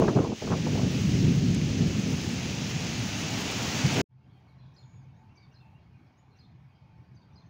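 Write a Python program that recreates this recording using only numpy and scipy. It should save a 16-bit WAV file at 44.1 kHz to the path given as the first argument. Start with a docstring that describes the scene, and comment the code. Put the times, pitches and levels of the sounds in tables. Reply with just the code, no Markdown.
"""Wind buffets the microphone in lumpy eddies and sharp gusts over the hiss of heavy rain, then stops dead.
After a short silence a calm outdoor air fades in: a wavering low hum, a thin far tone, sparrows chirping
and a higher bird whistling. Wind and rain are noise and sparse impulses, shaped in spectrum and level;
the hum and far tone are wandering sines; each bird stroke is a fluttering sine on a pitch curve, with echoes."""
import sys
import numpy as np
from scipy import signal
from scipy.fft import rfft, irfft
from scipy.io import wavfile
from scipy.ndimage import uniform_filter1d

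SR = 44100
rng = np.random.default_rng(int(sys.argv[2]) if len(sys.argv) > 2 else 0)


def store_pcm(level_fs):
    """Save levels as 16-bit WAV."""
    pcm = np.round(np.clip(level_fs, -1, 1) * 32767).astype(np.int16)
    wavfile.write(sys.argv[1], SR, np.atleast_2d(pcm).T)


def invert_db(level):
    """Linear amplitude ratio for a level in decibels (20 dB per decade), elementwise."""
    return 10 ** (np.asarray(level, dtype=float) / 20)


N = 330309

STORM_END_S, CALM_START_S = 4.016, 4.088

# Wind eddies. Each row: time in seconds, level in dB.
WIND_LEVEL = [(0.0, -23), (0.1, -29), (0.15, -38), (0.163, -21.5), (0.27, -35), (0.328, -30.5),
              (0.345, -44), (0.41, -49), (0.422, -34), (0.524, -26.5), (0.6, -30), (0.67, -26),
              (0.9, -26.5), (1.25, -22.5), (1.6, -26), (1.7, -25), (2.1, -28), (2.42, -33), (2.71, -34),
              (2.9, -32.5), (3.1, -33), (3.78, -34), (3.86, -26), (3.92, -30.5), (4.01, -25)]
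# Rasping edge of the wind. Each row: time in seconds, level against the eddies in dB.
RASP_LEVEL = [(0.0, -3), (0.3, -5.5), (0.4, -13), (0.53, -5), (0.62, -19), (0.8, -11), (1.1, -29),
              (1.6, -23.5), (2.4, -16.5), (3.1, -20.5), (3.7, -9.5), (3.9, -17.5), (4.01, -5)]
# Spectrum of the eddies. Each row: frequency in Hz, relative density in dB per Hz.
EDDY_SPECTRUM = [(12, -65.5), (20, -20.5), (32, -37.5), (50, -15.5), (107, -1), (140, 0), (189, -1),
                 (274, -7), (552, -33.5), (700, -45), (910, -58), (1540, -120)]
# Spectrum of the rasping edge. Each row: frequency in Hz, relative density in dB per Hz.
RASP_SPECTRUM = [(150, -46), (250, -1), (465, 0), (539, -6), (606, -6), (655, -8), (1600, -31.5),
                 (2080, -45), (3520, -120)]
# Rain. Each row: time in seconds, level in dB, low wash against it in dB, fine spray against it in dB.
RAIN_LEVELS = [(0.02, -43.5, -3, 3), (0.34, -47.5, -7, -1), (0.42, -43.5, -3.5, 1), (0.74, -41, -2.5, 3),
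               (1.15, -40, -3.5, 3.5), (1.43, -42, -4, 2), (1.78, -40.5, -5, -0.5), (2.22, -40.5, -2, 4),
               (2.53, -39, -3.5, 0.3), (3.71, -36, 1.5, 6), (3.96, -33.5, 1.5, 3.5),
               (4.01, -35.5, 5.5, 6.5)]
# Spectrum of the rain hiss. Each row: frequency in Hz, relative density in dB per Hz.
RAIN_SPECTRUM = [(200, -30), (400, -15), (750, -8), (1050, -13.5), (1860, -11.5), (2720, -8.5),
                 (3700, -13.5), (6500, -13.5), (7000, -18), (8100, -31.5), (13600, -46), (14600, -37),
                 (15600, -32), (17000, -37.5)]
# Gusts tearing across the port. Each row: start in seconds, peak level in dB before rise and decay, reach in Hz.
GUSTS = [(0.015, -18.5, 1060), (0.04, -29, 1100), (0.079, -17, 1490), (0.093, -28, 1000),
         (0.163, -20.5, 1220), (0.186, -25, 1300), (0.199, -33, 1200), (0.215, -26.5, 980),
         (0.245, -24, 1030), (0.26, -34, 1090), (0.295, -33.5, 800), (0.316, -33.5, 870), (0.328, -37, 940),
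         (0.418, -25.5, 750), (0.471, -31, 1200), (0.503, -31, 1100), (0.512, -21.5, 1310),
         (0.52, -27.5, 1680), (0.532, -28, 1200), (0.55, -36, 900), (0.664, -28, 940), (0.75, -30, 800),
         (0.772, -31, 930), (0.79, -32.5, 900), (0.811, -33, 950), (0.848, -44, 900)]
# Single drops ticking close by. Each row: start in seconds, starting level in dB, centre in Hz.
TICKS = [(1.5464, -42, 7200), (2.2114, -50, 11500), (2.2423, -53, 9000), (2.43, -57, 11000),
         (2.672, -56, 12500), (2.7048, -54, 9800), (2.98, -55, 11500), (2.9981, -53, 8820),
         (3.234, -52, 11500), (3.517, -44, 8800), (3.9394, -45.5, 8240)]
# Single big eddies. Each row: middle in seconds, peak of the swell in dB, frequency in Hz.
THUMPS = [(2.76, -22, 140), (3.005, -22, 115), (3.855, -20, 140)]

# Calm air. Each row: time in seconds, level in dB.
AIR_LEVEL = [(4.09, -82.5), (4.25, -71), (4.45, -68.5), (4.68, -68.5), (5.56, -69), (6.68, -70),
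             (7.49, -68.5)]
# Spectrum of the calm air. Each row: frequency in Hz, relative density in dB per Hz.
AIR_SPECTRUM = [(150, -6.5), (250, -16.5), (500, -30), (750, -27.5), (950, -27), (1340, -35), (2300, -37),
                (3500, -44), (4750, -46), (6800, -54.5), (7800, -78), (13800, -84), (14800, -74),
                (15700, -74)]
# Narrow fuzzy bands that come and go. Each row: centre in Hz, level against the calm air in dB.
FAINT_TONES = [(780, -11.5), (1070, -16), (1556, -18), (2234, -13.5), (2480, -17.5), (3200, -24.5)]
# Low rumble. Each row: time in seconds, level in dB before the dips.
RUMBLE_LEVEL = [(4.09, -72), (4.27, -61.5), (4.93, -58.5), (5.4, -59.5), (5.93, -59), (6.2, -67.5),
                (6.6, -57.5), (6.75, -66.5), (6.95, -57.5), (7.49, -60.5)]
# Spectrum of the rumble. Each row: frequency in Hz, relative density in dB per Hz.
RUMBLE_SPECTRUM = [(20, -24), (45, -17.5), (70, -2), (110, 3.5), (170, -2), (250, -15), (400, -41),
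                   (800, -83)]
# Low hum. Each row: time in seconds, level in dB before the dips.
HUM_LEVEL = [(4.1, -61), (4.27, -57), (4.67, -51), (5.0, -51.5), (5.5, -57.5), (5.75, -61), (5.93, -55),
             (6.05, -63), (6.5, -74), (6.58, -59.5), (6.9, -55.5), (7.11, -61), (7.45, -59)]
# Brief dropouts of the hum, with the rumble sinking too. Each row: middle in seconds, length in seconds.
HUM_GAPS = [(4.468, 0.13), (4.795, 0.08), (5.384, 0.1), (5.528, 0.06), (5.836, 0.066), (6.002, 0.038),
            (6.126, 0.063), (6.783, 0.046), (6.884, 0.038), (7.06, 0.043), (7.225, 0.088), (7.413, 0.043)]
# Thin far tone. Each row: time in seconds, level in dB.
TONE_LEVEL = [(4.3, -85), (4.87, -76), (5.1, -84), (5.23, -63.5), (5.36, -85), (5.55, -95), (5.66, -66),
              (6.0, -97), (6.24, -76), (6.58, -97), (6.72, -81), (7.03, -73), (7.15, -87), (7.43, -73),
              (7.49, -102)]

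# Farther sparrows, before the distance blur.
# Each row: start in seconds, start pitch in Hz, end pitch in Hz, length in seconds, level in dB.
FAR_CHIRPS = [(4.6, 3700, 3900, .22, -84), (4.29, 3100, 3700, .03, -79), (4.34, 3180, 3150, .03, -76),
              (4.314, 4450, 4250, .04, -81), (4.467, 4700, 3500, .067, -79), (4.58, 4200, 4000, 0.059, -76),
              (4.6, 3400, 3400, .07, -78), (4.94, 3650, 3420, .05, -83), (5.352, 2300, 2260, 0.087, -72),
              (6.06, 5800, 4300, .02, -81), (6.3, 4350, 3900, .07, -79), (6.74, 4570, 5100, .02, -77),
              (6.42, 3200, 4400, .06, -77), (8.1, 4500, 3600, 0.041, -78), (4.86, 6420, 6500, .09, -85),
              (7.3, 3600, 3500, .04, -84), (5.16, 6200, 7000, .04, -84), (6.71, 3100, 3200, 0.058, -81)]
# A higher bird's long wavy whistles, one list a whistle. Each row: time in seconds, pitch in Hz, level in dB.
WHISTLES = [
    [(4.725, 6940, -83), (4.755, 7150, -86), (4.772, 7100, -97), (4.785, 7050, -80), (4.81, 6820, -79),
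     (4.85, 6730, -78), (4.93, 6930, -81), (4.965, 6720, -74), (5.02, 6450, -93), (5.045, 6040, -79),
     (5.075, 5700, -90)],
    [(6.165, 6122, -91), (6.183, 6470, -78), (6.195, 6905, -77), (6.225, 6896, -90)],
    [(7.36, 6236, -90), (7.4, 6430, -90), (7.435, 6220, -88), (7.49, 6440, -80)],
]
# Arched strokes of one sparrow call. Each row: delay from the call's time in seconds, start pitch in Hz,
# top pitch in Hz, end pitch in Hz, length in seconds, level against the call in dB.
CHIRRUP_STROKES = [(-.026, 5230, 5830, 6400, 0.026, -16), (-.016, 4800, 5300, 5830, .016, -23),
                   (0, 3770, 5020, 4350, 0.018, -4), (0.017, 3820, 4300, 4150, 0.021, -3.5),
                   (0.04, 3800, 4250, 3900, .018, -10), (.064, 3400, 3650, 3400, 0.015, -10.5)]
# Strokes of a second sparrow call. Each row: delay from the call's time in seconds, start pitch in Hz,
# second pitch in Hz, end pitch in Hz, length in seconds, level against the call in dB.
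CHEEP_STROKES = [(0, 4370, 6200, 5300, 0.024, -8.5), (.02, 4800, 4680, 4400, 0.017, 1),
                 (.048, 4700, 4750, 4500, 0.014, -7), (.07, 4040, 4610, 4400, 0.023, -4),
                 (.072, 3900, 3700, 3400, .036, -10), (.1, 4380, 4500, 4550, 0.014, -12)]
# When the first call sounds. Each row: time in seconds, level in dB.
CHIRRUPS = [(4.762, -60.5), (5.54, -63), (6.385, -63), (7.354, -63)]
# When the second call sounds. Each row: time in seconds, level in dB.
CHEEPS = [(5.352, -66), (7.144, -70.5)]
# Short low pips. Each row: start in seconds, start pitch in Hz, end pitch in Hz, length in seconds, level in dB.
PIPS = [(5.085, 2660, 2670, 0.025, -79), (5.287, 2650, 2760, .04, -74), (5.51, 2850, 2750, .03, -75),
        (5.6, 2780, 2540, .044, -69), (5.665, 2690, 2650, .035, -76), (5.745, 2710, 2820, 0.031, -69),
        (5.94, 2440, 2480, 0.025, -73), (6.34, 2780, 2690, 0.043, -75)]


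def evened(x):
    """Scales x to rms 1."""
    return x / np.sqrt(np.mean(x ** 2) + 1e-20)


def read(points, hz):
    """Reads a spectrum on a log-frequency axis."""
    f, value = np.transpose(points)
    return np.interp(np.log(hz + 1), np.log(f + 1), value)


def played(rows):
    """Draws each column of a table as a curve over time, sample by sample."""
    s, *columns = np.transpose(rows)
    return [np.interp(np.arange(N) / SR, s, column) for column in columns]


def add(mix, s, sound):
    """Lays a sound into the mix at s seconds, cut at the mix's end."""
    part = mix[round(s * SR):][:len(sound)]
    part += sound[:len(part)]


def coloured(x, points, lo_hz, hi_hz):
    """Gives x a spectrum, scaled so that the band lo-hi has rms 1."""
    hz = np.fft.rfftfreq(len(x), 1 / SR)
    z = rfft(x) * invert_db(read(points, hz))
    band = irfft(z * (hz > lo_hz) * (hz < hi_hz), len(x))
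    return irfft(z, len(x)) / np.std(band)


def split(x, hz):
    """Low and high part of x, which sum to x."""
    low = signal.sosfiltfilt(signal.butter(2, hz, fs=SR, output="sos"), x)
    return low, x - low


def lumps(per_s, depth_db):
    """Gain of rms 1 that swells and sinks at random about per_s times a second."""
    knots = rng.standard_normal(N // 100)
    swell = np.interp(np.arange(N) * per_s / SR, np.arange(len(knots)), knots)
    return evened(invert_db(depth_db * swell))


def grains(per_s, spread_db):
    """Sparse impulses of random sign; a few are large."""
    size = invert_db(spread_db * np.minimum(rng.exponential(1, N), 4))
    size = size * rng.choice([-1., 1.], N)
    return evened(size * (rng.random(N) < per_s / SR))


def patchy(x, patch_db, bins, frames):
    """Mottles the spectrogram of x with random patches, so many bins tall and frames long."""
    z = signal.stft(x, nperseg=512, noverlap=384)[2]
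    patches = uniform_filter1d(rng.standard_normal(z.shape), size=bins, axis=0)
    patches = uniform_filter1d(patches, size=frames, axis=1)
    z = z * invert_db(patch_db * evened(patches))
    return evened(signal.istft(z, nperseg=512, noverlap=384)[1][:N])


def wind():
    """Low lumpy eddies thump the diaphragm, with a rasping edge from the same eddies on its own level curve."""
    eddies = rng.standard_normal(N) + 0.87 * grains(per_s=700, spread_db=1.0)
    eddies = eddies * lumps(per_s=30, depth_db=1.16)
    rough = eddies * lumps(per_s=70, depth_db=2.5) * lumps(per_s=12, depth_db=1.5)
    body = coloured(eddies, EDDY_SPECTRUM, 50, 470)
    edge = coloured(rough, RASP_SPECTRUM, 350, 900)
    return invert_db(played(WIND_LEVEL)[0]) * (body + invert_db(played(RASP_LEVEL)[0]) * edge)


def rain():
    """Thousands of drops merge to a hiss; the spray on top flickers with the nearest splashes."""
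    level_db, wash_db, spray_db = played(RAIN_LEVELS)
    drops = rng.standard_normal(N) + 0.5 * grains(per_s=1500, spread_db=2.5)
    hiss = coloured(patchy(drops, 0.67, bins=6, frames=20), RAIN_SPECTRUM, 2000, 7000)
    wash, rest = split(hiss, 2000)
    body, spray = split(rest, 8200)
    spray = spray * lumps(per_s=25, depth_db=1.0)
    decay = invert_db(-60 * np.arange(600) / SR / 0.037)  # falls at 60 dB per 37 ms, cut after 600 samples
    splashes = signal.oaconvolve(grains(per_s=21, spread_db=0.5) ** 2, decay)[:N]
    spray = spray * np.sqrt(1 + 0.13 * splashes / splashes.mean())
    return invert_db(level_db) * (invert_db(wash_db) * wash + body + invert_db(spray_db) * spray)


def gusts():
    """Each gust is a short crackling noise burst with its own level and upper reach."""
    rise_s, t60_s = 0.0048, 0.059
    out = np.zeros(N)
    t = np.arange(4000) / SR
    for s, db, hz in GUSTS:
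        crackle = rng.standard_normal(len(t)) * (0.3 + 5 * (rng.random(len(t)) < 0.012))
        spectrum = [(200, -25), (450, 0), (hz, -4), (1.74 * hz, -28), (4 * hz, -70)]
        envelope = invert_db(db - 60 * t / t60_s) * np.minimum(t / rise_s, 1)
        add(out, s, envelope * coloured(crackle, spectrum, 500, 2000))
    return out


def ticks():
    """A drop landing close by is a tiny burst of high noise, falling at 60 dB per 19 ms."""
    out = np.zeros(N)
    t = np.arange(600) / SR
    for s, db, hz in TICKS:
        spectrum = [(0.5 * hz, -30), (0.8 * hz, -3), (hz, 0), (1.3 * hz, -12), (2 * hz, -30)]
        tick = coloured(rng.standard_normal(len(t)), spectrum, 7500, 14000)
        add(out, s, invert_db(db - 60 * t / 0.019) * tick)
    return out


def thumps():
    """A single big eddy pushes the diaphragm through a low sine under a bell-shaped swell."""
    half_length_s = 0.009
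    out = np.zeros(N)
    for s, db, hz in THUMPS:
        near = np.arange(N) / SR - s
        bell = np.exp(-(near / half_length_s) ** 2 / 2)
        out += invert_db(db) * bell * np.sin(2 * np.pi * (hz * near + rng.random()))
    return out


def air():
    """Far outdoor air: noise in narrow streaks, with faint fuzzy bands that swell and sink."""
    streaks = patchy(rng.standard_normal(N), 2.5, bins=2, frames=18)
    out = split(coloured(streaks, AIR_SPECTRUM, 370, 2600), 200)[1]
    for hz, db in FAINT_TONES:
        band = [(hz - 200, -40), (hz - 60, -6), (hz, 0), (hz + 60, -6), (hz + 200, -40)]
        fuzz = coloured(rng.standard_normal(N), band, 0, SR)
        out += invert_db(db) * fuzz * lumps(per_s=16, depth_db=4)
    return invert_db(played(AIR_LEVEL)[0]) * out


def gaps_db():
    """Level curve of the hum's dropouts: a bell-shaped dip of 26 dB at each gap."""
    t = np.arange(N) / SR
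    return -26 * sum(np.exp(-((t - s) / length * 2) ** 2) for s, length in HUM_GAPS)


def rumble():
    """A light low noise that sinks a little, by 0.21 of the dip in dB, where the hum drops out."""
    noise = coloured(rng.standard_normal(N), RUMBLE_SPECTRUM, 40, 107.7)
    return invert_db(played(RUMBLE_LEVEL)[0] + 0.21 * gaps_db()) * noise


def wavering(hz, per_s, pitch_share, depth_db):
    """A sine of rms 1 whose level and pitch wander, the pitch on average slightly below hz."""
    pitch = hz * (1 + pitch_share * np.log(lumps(per_s, depth_db=9.0)))
    tone = np.sin(2 * np.pi * np.cumsum(pitch) / SR)
    return evened(tone * lumps(per_s, depth_db))


def hum():
    """A low sine wavering near 130 Hz, with brief dropouts."""
    tone = wavering(131.8, per_s=25, pitch_share=0.022, depth_db=3)
    return invert_db(played(HUM_LEVEL)[0] + gaps_db()) * tone


def far_tone():
    """A thin sine wavering near 880 Hz that comes and goes."""
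    return invert_db(played(TONE_LEVEL)[0]) * wavering(883, per_s=15, pitch_share=0.003, depth_db=1.5)


def note(rows, flutter):
    """Start and sound of a near sine along the pitch curve; flutter roughens pitch and level."""
    s, hz, db = np.transpose(rows)
    t = np.arange(s[0], s[-1], 1 / SR)
    pitch_shake, level_shake = [evened(uniform_filter1d(v, size=90)) for v in rng.standard_normal((2, len(t)))]
    turns = np.cumsum(np.interp(t, s, hz) * (1 + flutter * pitch_shake)) / SR
    level = invert_db(np.interp(t, s, db) + 60 * flutter * level_shake)
    level = level * signal.windows.tukey(len(t), 0.3)
    return s[0], np.sqrt(2) * level * np.sin(2 * np.pi * turns)


def glides(mix, rows, flutter):
    """Adds notes that each slide straight from one pitch to another around a steady level."""
    for s, start_hz, end_hz, length, db in rows:
        add(mix, *note([(s, start_hz, db), (s + length, end_hz, db)], flutter))


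def twitter(mix):
    """The faintest chirps fall at random, one in each quarter second, sinking slightly in pitch."""
    per_s, db = 4, -86
    for s in np.arange(AIR_LEVEL[1][0], N / SR - 0.3, 1 / per_s):
        late, high, fall, long = rng.random(4)
        start = s + late / per_s
        hz = 3100 + 1900 * high
        length = 0.033 + 0.04 * long
        glides(mix, [(start, hz, hz * (1 - 0.12 * fall), length, db)], flutter=0.015)


def whistles(mix):
    """The higher bird holds a nearly pure tone along a wavy pitch curve."""
    for rows in WHISTLES:
        add(mix, *note(rows, flutter=0.003))


def call(mix, s, call_db, strokes):
    """Each stroke moves quickly to its second pitch, holds, and bends to its end."""
    for delay, start_hz, top_hz, end_hz, length, db in strokes:
        times = s + delay + length * np.array([0, 0.3, 0.7, 1])
        pitches = [start_hz, top_hz, top_hz, end_hz]
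        add(mix, *note(np.transpose([times, pitches, [call_db + db] * 4]), flutter=0.024))


def sparrow_calls(mix):
    """Near sparrows repeat two calls, each a quick run of strokes."""
    for calls, strokes in ((CHIRRUPS, CHIRRUP_STROKES), (CHEEPS, CHEEP_STROKES)):
        for s, db in calls:
            call(mix, s, db, strokes)


def birds():
    """Chirps and whistles, smeared by scattered echoes; the far ones arrive mostly as echo."""
    near, far = np.zeros((2, N))
    twitter(far)
    glides(far, FAR_CHIRPS, flutter=0.021)
    whistles(near)
    sparrow_calls(near)
    glides(near, PIPS, flutter=0.011)
    t = np.arange(SR // 2) / SR
    echoes = rng.standard_normal(len(t)) * invert_db(-60 * t / 0.35)  # 60 dB down in 0.35 s
    wet = signal.oaconvolve(invert_db(-4) * near + far, echoes / np.linalg.norm(echoes))[:N]
    return near + 0.67 * far + wet


def scene():
    """The storm is cut off, with a very faint low noise for 27 ms; the calm fades in after a gap."""
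    t = np.arange(N) / SR
    storm = wind() + rain() + gusts() + ticks() + thumps()
    calm = air() + rumble() + hum() + far_tone() + birds()
    low_noise = split(split(storm, 500)[0], 500)[0]
    window = signal.windows.tukey(1200, 0.3)
    faint = invert_db(-40) * low_noise * np.interp(t, STORM_END_S + np.arange(len(window)) / SR, window)
    cut = np.clip((STORM_END_S - t) / 0.00078, 0, 1)
    fade = np.clip((t - CALM_START_S) / 0.027, 0, 1)
    return (storm * cut + faint + fade * calm)[None]


def top_cut(x):
    """Nothing passes above the cut-off."""
    return signal.sosfilt(signal.butter(12, 17100, fs=SR, output="sos"), x)


def record(dry):
    """Limits the band with a steep low-pass at 15750 Hz."""
    low_pass = signal.firwin(511, 15750, window=("kaiser", 9), fs=SR)
    mix = signal.oaconvolve(dry, low_pass[None], "same")
    return top_cut(mix)


dry = scene()
out = record(dry)
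store_pcm(out)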